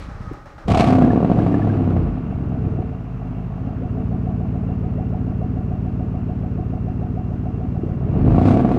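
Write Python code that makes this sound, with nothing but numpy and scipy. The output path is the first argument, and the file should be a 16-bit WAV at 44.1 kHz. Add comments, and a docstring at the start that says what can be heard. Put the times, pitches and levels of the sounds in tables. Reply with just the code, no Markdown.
"""V8 pickup start-up

A V8 pickup with open twin pipes, heard from low behind it in a yard. Geared noise cranks, the engine
catches with barking pops, flares, sags, settles to a loping idle, then the throttle opens again.
Firings are shaped pressure puffs that ring pipe and tip modes; gas and gears are coloured noise.
Low orders, a sliding whistle, rasps, knocks and dull echoes join in; a limiter ducks the peaks."""
import sys
import numpy as np
from scipy import signal
from scipy.fft import rfft, irfft
from scipy.io import wavfile
from scipy.ndimage import uniform_filter1d, minimum_filter1d

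SR = 44100
rng = np.random.default_rng(int(sys.argv[2]) if len(sys.argv) > 2 else 0)


def wav_out(sig):
    """Save sig, one row per channel (or a flat mono array), as 16-bit PCM at SR to the path in sys.argv[1]."""
    wavfile.write(sys.argv[1], SR, np.round(np.clip(np.atleast_2d(sig).T, -1, 1) * 32767).astype(np.int16))


def volts_from_db(level):
    """Convert decibel levels to linear amplitude ratios."""
    exponent = np.asarray(level, float) / 20
    return 10 ** exponent


N = 387198

# Engine speed. Each row: time in seconds, four-stroke cycles per second.
CRANK = [(.68, 7), (.8, 10), (1, 13.7), (1.1, 14.46), (1.8, 12.4), (2.2, 9), (2.6, 8.07), (2.9, 6.75),
         (3.2, 6.55), (3.4, 6.47), (4, 6.93), (4.4, 6.97), (5.3, 6.87), (6.3, 6.89), (6.9, 6.83),
         (7.6, 6.83), (7.9, 7.1), (8.1, 8.1), (8.3, 9.5), (8.5, 12.5), (8.6, 14.4), (8.78, 15.5)]
# Load. Each row: time in seconds, puff strength in dB, gas speed at the tips from 0 to 1.
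LOAD = [(.68, -16, 0.95), (.78, -23, 0.96), (1.01, -16, 0.61), (1.12, -15.5, 0.54), (1.18, -24, 0.44),
        (1.38, -15, 0.54), (1.5, -17.5, 0.53), (2.02, -18, 0.38), (2.21, -25.5, 0.19), (2.75, -21, 0.2),
        (2.93, -26, 0.09), (3.11, -28.5, 0.1), (3.66, -26, 0.15), (4.1, -21.5, 0.13), (7.6, -23.5, 0.04),
        (7.85, -22.5, 0.06), (8, -22.5, 0.09), (8.3, -13, 0.49), (8.41, -17.5, 0.57), (8.5, -13.5, 0.73),
        (8.64, -17, 0.48), (8.78, -16.5, 0.61)]
# Cylinders in firing order. Each row: relative puff level in dB, manifold lag in ms at 6.9 cycles/s,
# puff frequency in Hz at 6.9 cycles/s, puff length (sigma) in periods, tip strike in relative dB.
CYLINDERS = [(1, 0.5, 132, 0.33, -10), (-2, 1, 85, 0.33, -6.5), (-0.5, -2.5, 165, 0.41, -11.5),
             (3.5, 0, 98, 0.27, -9.5), (-10, -1, 257, 0.55, -4), (-8.5, 3, 215, 1, -14.5),
             (-1, 0.5, 87.7, 0.48, -9.5), (-2.5, -2, 122, 0.2, -12)]
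# Pipe modes. Each row: frequency in Hz, relative level in dB, t60 in seconds.
PIPE_MODES = [(191.4, -6, 0.16), (241, -7, 0.13), (360, -8.5, 0.11), (459.7, -10.5, 0.062)]
# Tailpipe tip modes. Each row: frequency in Hz, relative level in dB, t60 in seconds.
TIP_MODES = [(648.8, -6, 0.12), (722, 0.5, 0.035), (825, -6, 0.036), (1135, -14, 0.063)]
# Long pipe mode. Each row: frequency in Hz, relative level in dB, t60 in seconds.
DRONE_MODES = [(256.8, 0, 0.16)]
# Booms of the long pipe. Each row: centre in seconds, sigma in seconds, gain in dB.
BOOMS = [(1.04, 0.1, -17.5), (1.5, 0.041, -21), (3.66, 0.042, -30), (8.56, 0.13, -21)]
# Rough gas flow in the puffs. Each row: frequency in Hz, relative density in dB per Hz.
TURBULENCE = [(26, -36.5), (45, -12.5), (97, -6.5), (231, -9.5), (389, -14), (443, -5), (494, -21),
              (600, -10.5), (780, -52), (1320, -120)]
# Gas hiss. Each row: frequency in Hz, relative density in dB per Hz.
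HISS = [(510, -36.5), (860, -1), (1040, -2), (1170, -2), (1450, -5), (1560, -9), (2100, -14), (2710, -15),
        (3490, -28.5), (5000, -38), (6500, -57.5), (11000, -120)]
# Bright gas sizzle, also the starter's scrape. Each row: frequency in Hz, relative density in dB per Hz.
SIZZLE = [(1500, -16.5), (2300, -2), (3100, -9), (4000, -10), (5000, -15.5), (9000, -25), (15500, -51.5)]
# Uneven spacing of the two banks. Each row: multiple of the cycle, dB over the puffs, dB lost at idle.
ORDERS = [(3, -7, 28.5), (5, -6, 27.5), (8, -1, 10)]
# Low resonances of the pipes. Each row: frequency in Hz, gain in dB.
LOW_PIPE = [(28, -25.5), (40, -2.5), (50, 8), (60, -7.5), (72, -8.5), (85, -1.5), (100, -1), (115, -10.5)]
# Sliding whistle. Each row: seconds from the third firing, frequency in Hz, relative level in dB.
WHOOP = [(-.036, 330, -7), (-.018, 470, -4), (-.006, 620, -2), (.002, 720, 1), (.012, 745, -2),
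         (.022, 735, -9), (.044, 725, -9), (.056, 690, -25)]
# Sharp barks under load. Each row: time in seconds, spike level in dB.
BARKS = [(0.682, -11), (0.7009, -9), (0.716, -9.5), (0.7464, -5.5), (.759, -19), (0.773, -4.5), (.7971, -4),
         (.8068, -1), (.842, -5.5), (.872, -7.5), (.8869, -7.5), (.9032, -4.5), (0.925, 2), (.952, -3),
         (0.985, -3), (1.0142, -5), (1.0217, 4), (1.047, -7.5), (1.0759, -13), (1.104, -7), (1.118, -10),
         (1.1337, -4.5), (1.16, -3.5), (1.1758, -4), (1.205, -3.5), (1.229, -2.5), (1.2471, -2.5),
         (1.2996, -4.5), (1.3165, 0.5), (1.373, -16), (1.3894, -6), (1.416, -15.5), (1.445, -19),
         (1.4649, -5.5), (1.5429, -5.5), (1.673, -9), (1.876, -9.5), (1.908, -11.5), (1.966, -9.5),
         (2.065, -22), (8.141, -17), (8.165, -12), (8.213, -14), (8.279, -7.5), (8.307, -8.5),
         (8.3215, -11), (8.346, -7.5), (8.359, -12), (8.3819, 2), (8.4158, -4.5), (8.4557, -3.5),
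         (8.477, -7), (8.485, -6), (8.5076, -3), (8.54, -7.5), (8.5717, -3), (8.5951, -5.5), (8.6039, -6),
         (8.6482, 1.5), (8.691, -9.5), (8.716, -4.5)]
# Rasping chirps on the overrun. Each row: time in seconds, peak in dB, frequency in Hz.
RASPS = [(1.04, -31, 1640), (1.108, -28, 1720), (1.402, -35, 1650), (1.546, -31, 1720), (1.624, -32, 1730),
         (1.702, -36, 1600)]
# Short hollow knocks. Each row: time in seconds, peak in dB.
KNOCKS = [(.316, -20.5), (2.791, -15.5), (3.633, -27), (6.6, -19), (7.837, -13.5)]
# Faint accessory tone. Each row: centre in Hz, half width in Hz, rms in dB.
BELT_WHINE = [(2741, 56, -68.5)]
# Starter gear grind. Each row: frequency in Hz, relative density in dB per Hz.
GRIND = [(180, -59), (300, -2.5), (515, -18.5), (556, -1.5), (712, -11.5), (793, -6.5), (985, -10),
         (1240, -5), (1740, -14.5), (2130, -18), (3130, -28), (5550, -31), (12000, -51), (15600, -100),
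         (22000, -120)]
# Starter gear tones. Each row: centre in Hz, half width in Hz, dB relative to the grind.
GEAR_WHINE = [(1255, 23, -9), (800, 170, -11.5), (1890, 81, -17.5), (4040, 40, -32), (5300, 60, -35)]
# Starter rumble. Each row: frequency in Hz, relative density in dB per Hz.
RUMBLE = [(15, -27), (25, 6.5), (48, 3), (172, -7), (375, -23.5), (470, -16), (500, -20), (650, -47),
          (1100, -120)]
# Low jolts. Each row: centre in seconds, sigma in seconds, level in dB.
THUMPS = [(.32, 0.0052, -23), (.67, 0.014, -29)]
# The pinion is brightest as it bites. Each row: centre in seconds, sigma in seconds, level in dB.
START_SCRAPE = [(0.0044, 0.048, -49.5)]
# Unfired strokes. Each row: time in seconds (sounds 2.6 ms later), puff level in dB, frequency in Hz.
CHUFFS = [(0.086, -19, 134), (0.206, -19, 113), (0.275, -17.5, 91), (0.316, -35, 91.5)]
# Echoes off ground, wall and trees. 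Each row: delay in seconds, level in dB.
ECHOES = [(.0095, -19), (.031, -16.5), (.058, -13)]

FIRST_FIRING_EIGHTHS = .52   # eighths of a cycle
# combustion is even at steady speed, uneven while speed changes, worst just after the catch (0-1)
UNEVEN_STEADY, UNEVEN_CHANGING, UNEVEN_CATCH, CATCH_FADE_S = .04, .19, .4, .2
CHANGING_CYCLES_PER_S2 = 1.3
IDLE_PUFF_DB = -24.5
# layers that grow with gas speed: (dB at slow gas, dB gained at full speed)
TIP_RING_DB, GAS_HISS_DB, BRIGHT_SIZZLE_DB = (-50, 29.3), (-49.5, 18.7), (-77.5, 45.05)
BARK_RING_DB = (-20, 17.2)
DRONE_BELOW_PUFFS_DB = 13.5
LOPE_SHARE, LOPE_LOSS_PER_DB = 0.86, 0.22   # how far cylinders differ; weak puffs are more alike
FLOW_SETTLES_S, FIRST_FLOW_SHARE = .775, .3   # first firings stand apart; then gas flows on between
BEAT_FROM_CYCLES_PER_S, BEAT_FULL_CYCLES_PER_S = 7.1, 8.6
EVEN_BEAT_DB_PER_DB = 1.6   # alike puffs give a cleaner beat
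WHOOP_DB, WHOOP_LOSS_PER_WEAK_DB = -34.5, 3
WHOOP_TOP_CYCLES_PER_S, WHOOP_LOSS_DB_PER_CYCLE = 7.35, 11.5
KNOCK_HZ, KNOCK_PERIODS = 328, 0.7
FIRST_STROKE_S, STROKE_S = .09, .1225
GRIND_DB, GRIND_SAG_DB = -42, 9
RUMBLE_DB, RUMBLE_DROP_DB, RUMBLE_DROP_S = -33.5, 7.5, .335
LIMIT_PEAK = .71


def exhaust():
    """Eight firings a cycle, each with its own puff; pipes ring, gas hisses in step."""
    at, cycles, rough = firings()
    puff_db, gas = in_time(LOAD)
    tip_db, hiss_db, sizzle_db = (
        slow_db + gain_db * gas for slow_db, gain_db in (TIP_RING_DB, GAS_HISS_DB, BRIGHT_SIZZLE_DB))
    db, lag_ms, hz, periods, ring_db = np.array(CYLINDERS)[np.arange(len(at)) % 8].T
    lope = np.clip(LOPE_SHARE - LOPE_LOSS_PER_DB * weakness_db()[at], 0, 1)
    db, hz = (c.mean() + lope * (c - c.mean()) for c in (db, hz))
    luck = rng.standard_normal((len(at), 5)).T
    faster = cycles / 6.9
    s = at / SR + (lag_ms / faster + 2.5 * rough * luck[0]) / 1000
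    # more firings a second share the same power
    sizes = volts_from_db(db + 6 * rough * luck[1]) / np.sqrt(faster)
    # shorter blowdown at speed
    hz = hz * faster ** .75 * (1 + .3 * rough * np.clip(luck[2], -2, 2))

    pipe = rms_one(ring(soften(clicks_at(s, sizes), 1800), PIPE_MODES))
    body = rms_one(puffs(s, sizes, hz, periods, lean=0.38)) + volts_from_db(-12.0) * pipe
    body = rms_one(body) + (.1 + .45 * unevenness()) * coloured(TURBULENCE)

    drone_clicks = clicks_at(s, luck[4] / np.sqrt(faster))
    drone = rms_one(ring(soften(drone_clicks, 570), DRONE_MODES))
    drone_gain = volts_from_db(puff_db - DRONE_BELOW_PUFFS_DB) + swells(BOOMS)

    strike = volts_from_db(ring_db + (3.5 + 2.8 * rough) * np.clip(luck[3], -2, 1.5)) / np.sqrt(faster)
    tip = rms_one(ring(soften(clicks_at(s + 0.002004, strike), 1300), TIP_MODES))

    steady_flow = .7 * np.where(np.arange(N) / SR < FLOW_SETTLES_S, FIRST_FLOW_SHARE, 1)
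    flow_clicks = clicks_at(s, (.2 + rough) * np.minimum(abs(luck[4]), 1.5))
    gate = steady_flow + spurts(flow_clicks + 6 * bark_hits(), .005)
    hiss = volts_from_db(hiss_db) * coloured(HISS) + volts_from_db(sizzle_db) * coloured(SIZZLE)
    return catch_fade() * (volts_from_db(puff_db) * body + drone_gain * drone + volts_from_db(tip_db) * tip + gate * hiss)


def bank_beat():
    """Clean low orders of the cycle, strongest above idle where they meet the pipes' low resonances."""
    cycles, = in_time(CRANK)
    turns = np.cumsum(cycles) / SR
    hz, gain_db = np.transpose(LOW_PIPE)
    beat_range = BEAT_FULL_CYCLES_PER_S - BEAT_FROM_CYCLES_PER_S
    idling = 1 - np.clip((cycles - BEAT_FROM_CYCLES_PER_S) / beat_range, 0, 1)
    tones = 0
    for k, db, loss_db in ORDERS:
        order = round(k)
        level_db = db - loss_db * idling + np.interp(order * cycles, hz, gain_db)
        tones = tones + volts_from_db(level_db) * np.sin(2 * np.pi * order * turns)
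    load_db = in_time(LOAD)[0] + EVEN_BEAT_DB_PER_DB * idling * weakness_db()
    return tones * volts_from_db(load_db) * (np.arange(N) > CRANK[0][0] * SR)


def whoop():
    """A sliding whistle, played once a cycle with slight change."""
    s, hz, db = np.transpose(WHOOP)
    t = np.arange(s[0], s[-1], 1 / SR)
    at, cycles, _ = (column[2::8] for column in firings())
    strength_db = WHOOP_DB - WHOOP_LOSS_PER_WEAK_DB * weakness_db()[at]
    strength_db -= WHOOP_LOSS_DB_PER_CYCLE * np.maximum(cycles - WHOOP_TOP_CYCLES_PER_S, 0)
    luck = rng.standard_normal((len(at), 2))
    turns = np.cumsum(np.interp(t, s, hz)) / SR * (1 + .003 * luck[:, :1])
    level_db = np.interp(t, s, db) + strength_db[:, None] + 1.8 * luck[:, 1:]
    tone = volts_from_db(level_db) * np.sin(2 * np.pi * turns)
    flutter = coloured([(15, 0), (120, 0)])[:tone.size].reshape(tone.shape)
    tone = tone * (1 + .35 * flutter)   # breathy
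    where = np.clip(at[:, None] + int(s[0] * SR) + np.arange(len(t)), 0, N - 1)
    return np.bincount(where.ravel(), tone.ravel(), N)


def barks():
    """A steep suction spike, a pressure hump, a spit of gas, and the tip rings hard."""
    s, db = np.transpose(BARKS)
    same = np.ones(len(s))
    spike = puffs(s, -volts_from_db(db), 300 * same, .12 * same, lean=0)
    hump = puffs(s + 0.0026, volts_from_db(db - 3.5), 140 * same, 0.24 * same, lean=1.0)
    hits = bark_hits()
    tip = ring(soften(soften(hits, 2500), 2200), TIP_MODES)
    spit = spurts(hits, 0.0012) * coloured(HISS)
    return spike + hump + volts_from_db(-4.5) * tip + volts_from_db(-23.5) * spit


def rasps():
    """Brief narrow tones, about fifteen periods long."""
    s, db, hz = np.transpose(RASPS)
    return puffs(s, volts_from_db(db), hz, 5 + 0 * s, lean=0)


def knocks():
    """A compact thump of a few periods."""
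    s, db = np.transpose(KNOCKS)
    return puffs(s, volts_from_db(db), KNOCK_HZ + 0 * s, KNOCK_PERIODS + 0 * s, lean=0)


def belt_whine():
    """Faint accessory tone, narrow noise present once the engine fires."""
    return catch_fade() * narrow(BELT_WHINE)


def starter():
    """Gear grind sagging through each stroke, wavering whine, low rumble and chuffs of unfired strokes."""
    t = np.arange(N) / SR
    stroke_phase = (t - FIRST_STROKE_S) / STROKE_S % 1
    grind_db = GRIND_DB - GRIND_SAG_DB * stroke_phase * np.where(t > RUMBLE_DROP_S, 1, .4)
    grind = volts_from_db(grind_db) * (coloured(GRIND) + narrow(GEAR_WHINE))
    rumble_gain = volts_from_db(RUMBLE_DB - RUMBLE_DROP_DB * (t > RUMBLE_DROP_S)) + swells(THUMPS)
    scrape = swells(START_SCRAPE) * coloured(SIZZLE)
    release = np.clip((.72 - t) / 0.05, 0, 1)
    s, db, hz = np.transpose(CHUFFS)
    chuffs = puffs(s + 0.0026, volts_from_db(db), hz, 0.2 + 0 * s, lean=0.37)
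    return release * (grind + rumble_gain * coloured(RUMBLE) + scrape) + chuffs


def yard(x):
    """A few dull echoes: delayed, low-passed copies."""
    dull = soften(x, 1400)
    return sum(volts_from_db(db) * np.pad(dull, (int(s * SR), 0))[:N] for s, db in ECHOES)


def air():
    """Faint steady air hiss, coloured noise."""
    return volts_from_db(-70.5) * coloured([(2000, 3), (6000, 0.5), (10000, -12.5), (16000, -10.5)])


def firings():
    """Sample index, cycles per second and unevenness of every firing, from integrated crank speed."""
    (cycles,), uneven = in_time(CRANK), unevenness()
    running = np.arange(N) > CRANK[0][0] * SR
    eighths = 8 * np.cumsum(cycles * running) / SR - FIRST_FIRING_EIGHTHS
    at = np.searchsorted(eighths, np.arange(int(eighths[-1]) + 1))
    return at, cycles[at], uneven[at]


def unevenness():
    """Share of chance in each firing, from how fast the speed changes and the time since the catch."""
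    change = uniform_filter1d(np.abs(np.gradient(in_time(CRANK)[0])) * SR, size=SR // 5)
    since_s = np.maximum(np.arange(N) / SR - CRANK[0][0], 0)
    changing = UNEVEN_CHANGING * np.tanh(change / CHANGING_CYCLES_PER_S2)
    return UNEVEN_STEADY + changing + UNEVEN_CATCH * np.exp(-since_s / CATCH_FADE_S)


def weakness_db():
    """How far the puffs fall short of a healthy idle."""
    return np.maximum(IDLE_PUFF_DB - in_time(LOAD)[0], 0)


def catch_fade():
    """8 ms fade-in as the engine catches."""
    return np.clip((np.arange(N) / SR - .672) / .008, 0, 1)


def bark_hits():
    """Clicks on the tip: faster gas strikes harder."""
    s, db = np.transpose(BARKS)
    gas = in_time(LOAD)[1][(s * SR).astype(int)]
    return clicks_at(s - .0005, volts_from_db(db + BARK_RING_DB[0] + BARK_RING_DB[1] * gas))


def puffs(s, sizes, hz, periods, lean):
    """Each puff is a pressure hump between two suction dips; lean deepens the later dip."""
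    t = np.arange(-SR // 50, SR // 50) / SR
    turns = t * hz[:, None]
    shape = np.exp(-.5 * (turns / periods[:, None]) ** 2) * np.cos(2 * np.pi * turns + lean)
    at = np.clip((s[:, None] * SR).astype(int) + np.arange(len(t)) - SR // 50, 0, N - 1)
    return np.bincount(at.ravel(), (sizes[:, None] * shape).ravel(), N)


def ring(clicks, modes):
    """Clicks set every mode ringing as a two-pole resonator, signs alternating."""
    out = 0
    for k, (hz, db, t60_s) in enumerate(modes):
        r, w = volts_from_db(-60 / (t60_s * SR)), 2 * np.pi * hz / SR
        gain = volts_from_db(db) * np.sin(w) * (-1) ** k
        out = out + signal.lfilter([0, gain], [1, -2 * r * np.cos(w), r * r], clicks + 1e-18)
    return out


def spurts(clicks, decay_s):
    """A quick swell and decay of gas flow after each click."""
    return soften(signal.lfilter([1], [1, -np.exp(-1 / (decay_s * SR))], clicks + 1e-18), 550)


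def clicks_at(s, sizes):
    """One click per time."""
    return np.bincount(np.clip((s * SR).astype(int), 0, N - 1), sizes, N)


def coloured(spectrum):
    """Noise with a given spectrum, rms 1."""
    hz, db = np.transpose(spectrum)
    grid_hz = np.arange(N // 2 + 1) * SR / N + 1e-3
    gain = volts_from_db(np.interp(np.log(grid_hz), np.log(hz), db, -120, -120))
    return rms_one(irfft(rfft(rng.standard_normal(N)) * gain, N))


def narrow(lines):
    """Wavering tones: noise in narrow peaks."""
    return sum(volts_from_db(db) * coloured([(hz - width_hz, -25), (hz, 0), (hz + width_hz, -25)])
               for hz, width_hz, db in lines)


def swells(rows):
    """Bell-shaped gains around given moments."""
    t = np.arange(N) / SR
    return sum(volts_from_db(db) * np.exp(-.5 * ((t - s) / sigma_s) ** 2) for s, sigma_s, db in rows)


def soften(x, hz):
    """Second-order Butterworth low-pass."""
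    return signal.sosfilt(signal.butter(2, hz, fs=SR, output="sos"), x)


def in_time(rows):
    """Columns of a curve table at every sample."""
    s, *columns = np.transpose(rows)
    return [np.interp(np.arange(N) / SR, s, c) for c in columns]


def rms_one(x):
    """Scale to rms 1."""
    return x / np.sqrt(np.mean(x ** 2) + 1e-20)


def scene():
    """Truck, its echoes and a faint air hiss."""
    engine = exhaust() + bank_beat() + whoop() + barks() + rasps() + knocks() + belt_whine()
    truck = engine + starter()
    return (truck + yard(truck) + air())[None]


def roll_off(x):
    """The treble ends steeply here."""
    return signal.sosfilt(signal.butter(12, 15710, fs=SR, output="sos"), x)


def record(dry):
    """The bass is trimmed below 35 Hz and a fast limiter ducks the highest peaks."""
    trimmed = signal.sosfilt(signal.butter(2, 35, "high", fs=SR, output="sos"), dry)
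    duck = minimum_filter1d(LIMIT_PEAK / np.maximum(np.abs(trimmed), LIMIT_PEAK), size=81)
    smooth_duck = uniform_filter1d(uniform_filter1d(duck, size=41), size=41)
    return roll_off(trimmed * smooth_duck)


dry = scene()
out = record(dry)
wav_out(out)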